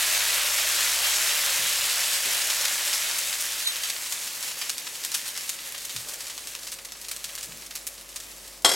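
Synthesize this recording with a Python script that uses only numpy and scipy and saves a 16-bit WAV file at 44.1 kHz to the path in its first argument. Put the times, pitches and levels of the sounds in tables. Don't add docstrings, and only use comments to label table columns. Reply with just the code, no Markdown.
import sys
import numpy as np
from scipy import signal
from scipy.fft import rfft, irfft, next_fast_len
from scipy.io import wavfile
from scipy.ndimage import uniform_filter1d, map_coordinates

SR = 44100
rng = np.random.default_rng(int(sys.argv[2]) if len(sys.argv) > 2 else 0)


def to_wav(sig):
    pcm = np.clip(np.atleast_2d(sig), -1, 1) * 32767
    pcm = np.round(pcm).astype(np.int16)
    wavfile.write(sys.argv[1], SR, pcm.T)


def makeup_ratio(level_db):
    decades = np.asarray(level_db, float) / 20
    return 10 ** decades


N = 386227

# (time [s], level [dB])
BOIL = [(0.0, -22.5), (0.48, -23.5), (1.1, -23), (2.66, -25.5), (4.66, -33.5), (4.88, -36.5), (5.26, -33.5),
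        (5.6, -37), (6.01, -36), (6.66, -39.5), (6.85, -44), (7.04, -42), (7.24, -39.5), (7.91, -43.5),
        (8.32, -42.5), (8.46, -43.5), (8.63, -49)]
# (frequency [Hz], level per Hz [dB])
FIZZ = [(500, -25), (900, -4), (1450, -7), (1700, 1), (2500, 1.5), (3200, 1), (5000, 3.5), (7800, 4),
        (8800, 1), (11800, 0.5), (13000, -3.5), (15900, -7.5)]
# (frequency [Hz], level per Hz [dB])
BUBBLES = [(200, -47), (350, -10.5), (450, -10.5), (580, 1.5), (750, -4.5), (1000, -4), (1400, 3),
           (2000, 3), (3000, 5.5), (5000, -0.5), (9000, -34)]
# (time [s], peak [dB], pitch [Hz], splutter after it [dB])
CLEAR_SPITS = [(2.4987, -9.5, 5090, -12), (2.6512, -12, 4240, -9.5), (2.68, -12, 4730, -13),
               (2.873, -40, 7140, 13), (2.929, -21, 4350, -0.5), (3.1115, 10, 4530, -37),
               (3.1837, -15, 8100, -7), (3.3267, -4, 5590, -20), (3.4057, -15, 10200, -6.5),
               (3.5069, -17, 8020, -25), (3.5828, -25, 7990, -23), (3.6236, -20, 3650, -14),
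               (3.7653, -37, 4290, 2), (3.8333, -20, 4630, -5.5), (3.898, 3.5, 5140, -25.5),
               (4.055, -20, 5060, -14), (4.122, -18, 7290, -6), (4.27, -23.5, 5700, -5.5),
               (4.426, -20, 5300, -8), (4.4767, -18, 8770, -10.5), (4.5824, -32, 9320, 0),
               (4.613, -22.5, 3300, -3.5), (4.6935, -19.5, 5550, -3), (4.7802, -9, 6620, -19.5),
               (4.8668, -24.5, 3160, -6.5), (4.9501, -32, 5200, -0.5),
               (5.032, -20.5, 5150, -8), (5.0468, -13, 7500, -11), (5.1166, -13.5, 5300, -14.5),
                 (5.1416, -21.5, 7500, 2.5), (5.2665, -27, 5330, -9), (5.2782, -13.5, 11000, -12),
                 (5.375, -6, 6400, -22), (5.4079, -16.5, 5250, -16), (5.4503, -32, 8210, -19),
                 (5.4755, -36, 6210, 0), (5.4917, -20, 7920, -2.5), (5.588, -24.5, 2850, -11.5),
                 (5.6733, -20, 7750, -18), (5.722, -13, 11600, -21), (5.7451, -24, 2760, -8),
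                 (5.7786, -18, 7070, -14), (5.816, -23, 5410, -15), (5.85, -15, 10800, -13),
                 (5.8938, -26.5, 4470, -3.5), (5.9472, -26, 9570, -14), (5.9622, -15, 4900, -11.5),
                 (6.0852, -28, 7600, -1), (6.1345, -26.5, 7590, -4), (6.2042, -18.5, 5550, -12.5),
                 (6.267, -21, 6350, -8.5), (6.377, -27, 4520, -4), (6.4714, -15, 6910, -14),
                 (6.535, -37, 3970, -11), (6.55, -18, 4040, -13), (6.589, -24, 5180, -13),
               (6.6303, -25, 7140, -12), (6.6685, -22.5, 5160, -6), (6.7171, -26.5, 8000, 0.5),
             (6.7863, -29.5, 2860, -9), (6.8482, -21.5, 7070, -10), (6.92, -15.5, 5700, -19),
             (6.968, -30, 8100, -11), (7.0119, -29, 11200, -6), (7.0453, -23, 5050, -12.5),
             (7.0836, -17.5, 7600, -13), (7.112, -22.5, 7900, -3.5), (7.1628, -15.5, 7470, -16.5),
             (7.2414, -13, 5850, -14), (7.2904, -26.5, 3170, -8.5), (7.3504, -22.5, 8110, -8.5),
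             (7.382, -20, 6420, -12), (7.427, -25, 7500, -2.5), (7.663, -20.5, 7100, -14.5),
             (7.7075, -32.5, 3960, -3), (7.7519, -22.5, 7870, -4), (7.8674, -11, 10600, -12.5),
             (7.977, -30.5, 3870, -13), (8.0897, -37, 6900, -1), (8.159, -16.5, 6150, -12),
             (8.2004, -24, 6700, -8.5), (8.477, -25, 11800, -15), (8.5756, -33, 8020, -12),
             (8.6197, -28.5, 9030, -10)]
# (frequency [Hz], level per Hz [dB])
AIR = [(15, -32), (25, -5), (59, -6), (98, -0.5), (137, -1), (485, 2), (547, 3), (958, -3), (1240, 0),
       (1460, -6), (3000, -22), (3900, -39), (6600, -120)]
# (time [s], level [dB], pitch [Hz], time to fall 60 dB [s])
THUMPS = [
    (1.58, -49, 132, 0.6),
    (1.79, -46, 110, 0.22),
    (2.25, -39, 400, 0.23),
    (5.33, -53, 280, 0.29),
    (5.94, -43, 108, 0.3),
    (6.05, -46, 587, 0.7),
    (7.24, -58, 110, 0.27),
    (7.46, -49, 168, 0.63),
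    (7.55, -61, 550, .9),
    (8.66, -50, 90, 0.65),
]
# (time [s], level [dB])
LADLE = [
    (8.6465, -15.5),
    (8.691, -23),
    (8.715, -24.5),
    (8.736, -26.5),
]
# (frequency [Hz], level per Hz [dB])
CRASH = [(100, -26), (350, -4), (700, 0), (1400, -4.5), (2500, -8), (5200, -4), (8000, -17), (12000, -20),
         (16000, -27)]
# (centre [Hz], width [Hz], level [dB])
CLANG = [(1070, 82, -7), (2020, 76, -2), (3310, 75, 3), (3580, 24, -19), (3960, 57, -10), (4290, 23, -16),
         (4670, 130, -5), (5430, 180, -0.5), (6500, 46, 3), (7600, 200, 1), (9150, 270, -1.5),
         (10560, 52, -4), (11600, 150, -3)]
# (pitch [Hz], level [dB], time to fall 60 dB [s])
BOWL = [(393, -14, .3), (675, -9, .4), (988, -15, .3), (1123, -7, .4), (1373, -14, .4), (1443, -15, .4),
        (2023, -16, .9), (3193, -3, .3), (3248, 2.5, .25), (3281, -5, .2), (3541, -11, .3), (3886, -15, .7),
        (3966, -11, .6), (4283, -7, .2), (4691, -15, .4), (5160, -13, .2), (5556, -19, .6), (6530, -13, .3),
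        (7020, -17, .3), (7610, -13, .35), (7725, -14, .3), (8166, -14, .2), (8737, -15, .2),
        (8964, -12, .15), (9007, -12, .15), (9254, -16, .2), (10340, -20, .2), (11700, -20, .2)]
# (delay [s], level [dB])
WALLS = [
    (0.0094, -42),
    (0.0063, -109),
]
# (frequency [Hz], time to fall 60 dB [s])
KITCHEN = [(200, 1), (1500, 0.32), (6000, 0.14), (15000, 0.26)]
# (frequency [Hz], side against middle [dB])
WIDTH = [(60, -26), (120, -16), (250, -10.5), (600, -14), (1500, -12), (2500, -21.5), (4500, -22.5),
         (7500, -18), (9400, -20), (9700, -18), (10300, -8), (11100, -11.5), (11600, -16.5)]

FIZZ_DB, BUBBLE_DB, BUBBLE_FADES = -2.15, -31, 1.54
POP_DB, LEAD_S = 8, .0013
SMALL_PER_S, SMALL_DB, SMALL_SPREAD_DB, SMALL_HZ, SMALL_OCTAVES = 16, 9, 3, 5600, 1
SMALL_GROWS_DB = .8
TICKS_PER_S, TICK_DB, TICK_HZ = 30, 10.5, 6000
HUM_HZ, BEAT_HZ, BEAT_NULL = 49.15, 0.078, 4.87
WHINE_HZ, WHINE_DB = 550, -66
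TOP_HZ, CEILING = 16050, .95


def unit(x):
    return x / np.sqrt(np.mean(x ** 2) + 1e-20)


def along(points, hz):
    f, v = np.transpose(points)
    return np.interp(np.log(hz + 1), np.log(f + 1), v)


def wobble(rate):
    knots = rng.standard_normal(int(N * rate / SR) + 4)
    return map_coordinates(knots, [np.arange(N) * rate / SR])


def filtered(x, response):
    m = next_fast_len(x.shape[-1] + 8192)
    spectrum = rfft(x, m) * response(np.fft.rfftfreq(m, 1 / SR))
    return irfft(spectrum, m)[..., :x.shape[-1]]


def resonance(hz, sharp):
    return lambda f: 1j * f * hz / sharp / (hz * hz - f * f + 1j * f * hz / sharp)


def pops(count, rate, spread_db):
    when, size, sign = rng.random((3, count))
    height = makeup_ratio(-spread_db * np.log(1 - .96 * size))
    return (when < rate / SR) * height * np.sign(sign - .3)


def boil_db(t):
    return np.interp(t, *np.transpose(BOIL))


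def froth(spectrum, rate, spread_db, sharp, hiss):
    low, high = spectrum[1][0], spectrum[-2][0]
    rings = []
    for pitch in np.geomspace(low, high, num=9):
        ring = unit(filtered(pops(N, rate, spread_db), resonance(pitch, sharp)))
        rings.append(ring * np.sqrt(pitch))
    mix = unit(sum(rings)) + hiss * rng.standard_normal(N)
    hz, power = signal.welch(mix, SR, nperseg=128)
    return unit(filtered(mix, lambda f: makeup_ratio(along(spectrum, f)) / np.sqrt(np.interp(f, hz, power))))


def sizzle():
    t = np.arange(N) / SR
    dry = .4 + .1 * t
    flicker = wobble(16)
    fizz_db = dry * (.6 * flicker + 1.0 * wobble(35))
    bubble_db = dry * (0.39 * flicker + 0.19 * wobble(25))
    fizz = froth(FIZZ, rate=420, spread_db=1.0, sharp=1.3, hiss=1.0) * makeup_ratio(fizz_db)
    bubbles = froth(BUBBLES, rate=150, spread_db=1.0, sharp=2.0, hiss=1.0) * makeup_ratio(bubble_db)
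    bubble_level = makeup_ratio(BUBBLE_DB + BUBBLE_FADES * (boil_db(t) - boil_db(1)))
    return makeup_ratio(boil_db(t) + FIZZ_DB) * fizz + bubble_level * bubbles


def small_spits():
    draw = rng.random((round(SMALL_PER_S * N / SR), 4))
    s = draw[:, 0] * BOIL[-1][0]
    scatter_db = -SMALL_SPREAD_DB * np.log(1 - .95 * draw[:, 1])
    db = boil_db(s) + SMALL_DB + SMALL_GROWS_DB * (s - 6) + scatter_db
    hz = SMALL_HZ * 2 ** (SMALL_OCTAVES * (4 * draw[:, 2] - 2) / np.sqrt(3))
    return list(zip(s, db, hz, -21 + 12 * draw[:, 3]))


def spit(db, hz, tail_db):
    t = np.arange(SR // 8) / SR

    def push(f):
        return np.abs(resonance(hz, .8)(f)) + 0.21 * np.abs(resonance(hz / 4, 1)(f))

    def spike(f):
        return push(f) * np.exp(-2j * np.pi * f * 8 / SR)

    def tear(f):
        return (np.abs(spike(f)) + 0.2 * resonance(hz, 1.2)(f)) * np.exp(-2j * np.pi * f * LEAD_S)

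    t60 = .11 * makeup_ratio(.4 * (tail_db + 11))
    fade = makeup_ratio(-60 * t / t60) + .8 * makeup_ratio(-60 * t / 0.053)
    burst = unit(pops(len(t), 1500, 4.7)) + 0.56 * rng.standard_normal(len(t))
    burst = unit(burst) * makeup_ratio(tail_db) * fade * (1 - np.exp(-t / 0.001))
    burst = unit(filtered(burst, spike)) * np.std(burst)
    pop = filtered(1. * (t == 0), tear)
    return min(makeup_ratio(db - 4.5), .36) * pop / pop.max() + makeup_ratio(db - 11) * burst


def spits():
    out = np.zeros(N + SR)
    for s, level_db, hz, tail_db in [*CLEAR_SPITS, *small_spits()]:
        sound = spit(level_db + POP_DB, hz, tail_db)
        out[round(s * SR):][:len(sound)] += sound
    return filtered(out[:N], lambda f: f ** 2 / (600 ** 2 + f ** 2) / (1 + (f / 14000) ** 4))


def ticks():
    clicks = np.abs(pops(N, TICKS_PER_S, 2)) * makeup_ratio(boil_db(np.arange(N) / SR) + TICK_DB)
    return filtered(clicks, lambda f: 2 * np.abs(resonance(TICK_HZ, .6)(f)))


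def kitchen_air():
    rumble = unit(filtered(rng.standard_normal(N), lambda f: makeup_ratio(along(AIR, f))))
    return rumble * makeup_ratio(-55.5 + 0.32 * wobble(3.5))


def motors():
    t = np.arange(N) / SR
    turn = 2 * np.pi * HUM_HZ * t
    beat = np.sin(np.pi * BEAT_HZ * (t - BEAT_NULL))
    return makeup_ratio(-54.0) * (beat * np.sin(turn) + .12 * np.cos(turn))


def fan():
    return makeup_ratio(WHINE_DB) * unit(filtered(rng.standard_normal(N), resonance(WHINE_HZ, 38)))


def thumps():
    t, out = np.arange(N) / SR, np.zeros(N)
    for s, db, hz, t60 in THUMPS:
        after = np.maximum(t - s, 0)
        body = unit(filtered(rng.standard_normal(N), resonance(hz, 2.0)))
        out += body * makeup_ratio(db - 60 * after / t60) * (1 - np.exp(-after / 0.015))
    return out


def ladle():
    out, t = np.zeros(N + SR), np.arange(SR // 4) / SR

    def crowd(f):
        return sum((-1) ** k * makeup_ratio(db) * resonance(hz, hz / width)(f)
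                   for k, (hz, width, db) in enumerate(CLANG))

    for s, db in LADLE:
        crash = unit(filtered(rng.standard_normal(len(t)), lambda f: makeup_ratio(along(CRASH, f))))
        clang = .7 * unit(filtered(rng.standard_normal(len(t)), crowd)) + .6 * crash
        clang = clang * (makeup_ratio(-60 * t / 0.068) + makeup_ratio(-60 * t / 0.18))
        out[round(s * SR):][:len(t)] += makeup_ratio(db) * clang * (1 - np.exp(-t / 0.00027))
    ring = 0
    for hz, db, t60 in BOWL:
        ring = ring + makeup_ratio(db - 60 * t / t60) * np.sin(2 * np.pi * (hz * t + rng.random()))
    out[round(LADLE[0][0] * SR):][:len(t)] += makeup_ratio(-18.5) * ring * (1 - np.exp(-t / .001))
    return out[:N]


def ladle_side(mid):
    return mid * (np.arange(N) / SR > LADLE[0][0])


def tail(t60s):
    hz, t, z = signal.stft(rng.standard_normal(SR // 2), SR, nperseg=256)
    fade = makeup_ratio(-60 * t / along(t60s, hz)[:, None])
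    answer = signal.istft(z * fade, SR, nperseg=256)[1]
    return answer / np.linalg.norm(answer)


def patchy(x, depth_db):
    hz, _, z = signal.stft(x, SR, nperseg=512)
    field = uniform_filter1d(rng.standard_normal(z.shape), size=14, axis=0)
    field = uniform_filter1d(field, size=16, axis=1)
    gain = makeup_ratio(along(depth_db, hz)[:, None] * unit(field))
    return signal.istft(z * gain, SR, nperseg=512)[1][:N]


def scene():
    boil = patchy(sizzle(), [(500, .6), (5000, .7)])
    tears = spits() + ticks()
    tears = tears + sum(makeup_ratio(db) * np.pad(tears, (round(s * SR), 0))[:N] for s, db in WALLS)
    background = kitchen_air() + motors() + fan() + thumps()
    near = boil + tears + ladle()
    room = signal.fftconvolve(np.pad(near, (300, 0)), tail(KITCHEN))[:N]
    mid = near + makeup_ratio(-12.5) * room + background
    scatter = signal.fftconvolve(mid, tail([(100, 0.43), (2000, 0.18), (12000, 0.036)]))[:N]
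    side = filtered(scatter, lambda f: makeup_ratio(along(WIDTH, f)))
    side = patchy(side, [(1000, 0.77), (3000, 9), (10000, 4.4)])
    side = side + 0.013 * mid + 0.13 * ladle_side(mid)
    return np.array([mid + side, mid - side])


def roll_off(x):
    return signal.sosfilt(signal.butter(12, 17010, fs=SR, output="sos"), x)


def record(dry):
    rounded = dry / (1 + np.abs(dry / CEILING) ** 4) ** .25
    mix = filtered(rounded, lambda f: f < TOP_HZ)
    return roll_off(mix)


dry = scene()
out = record(dry)
to_wav(out)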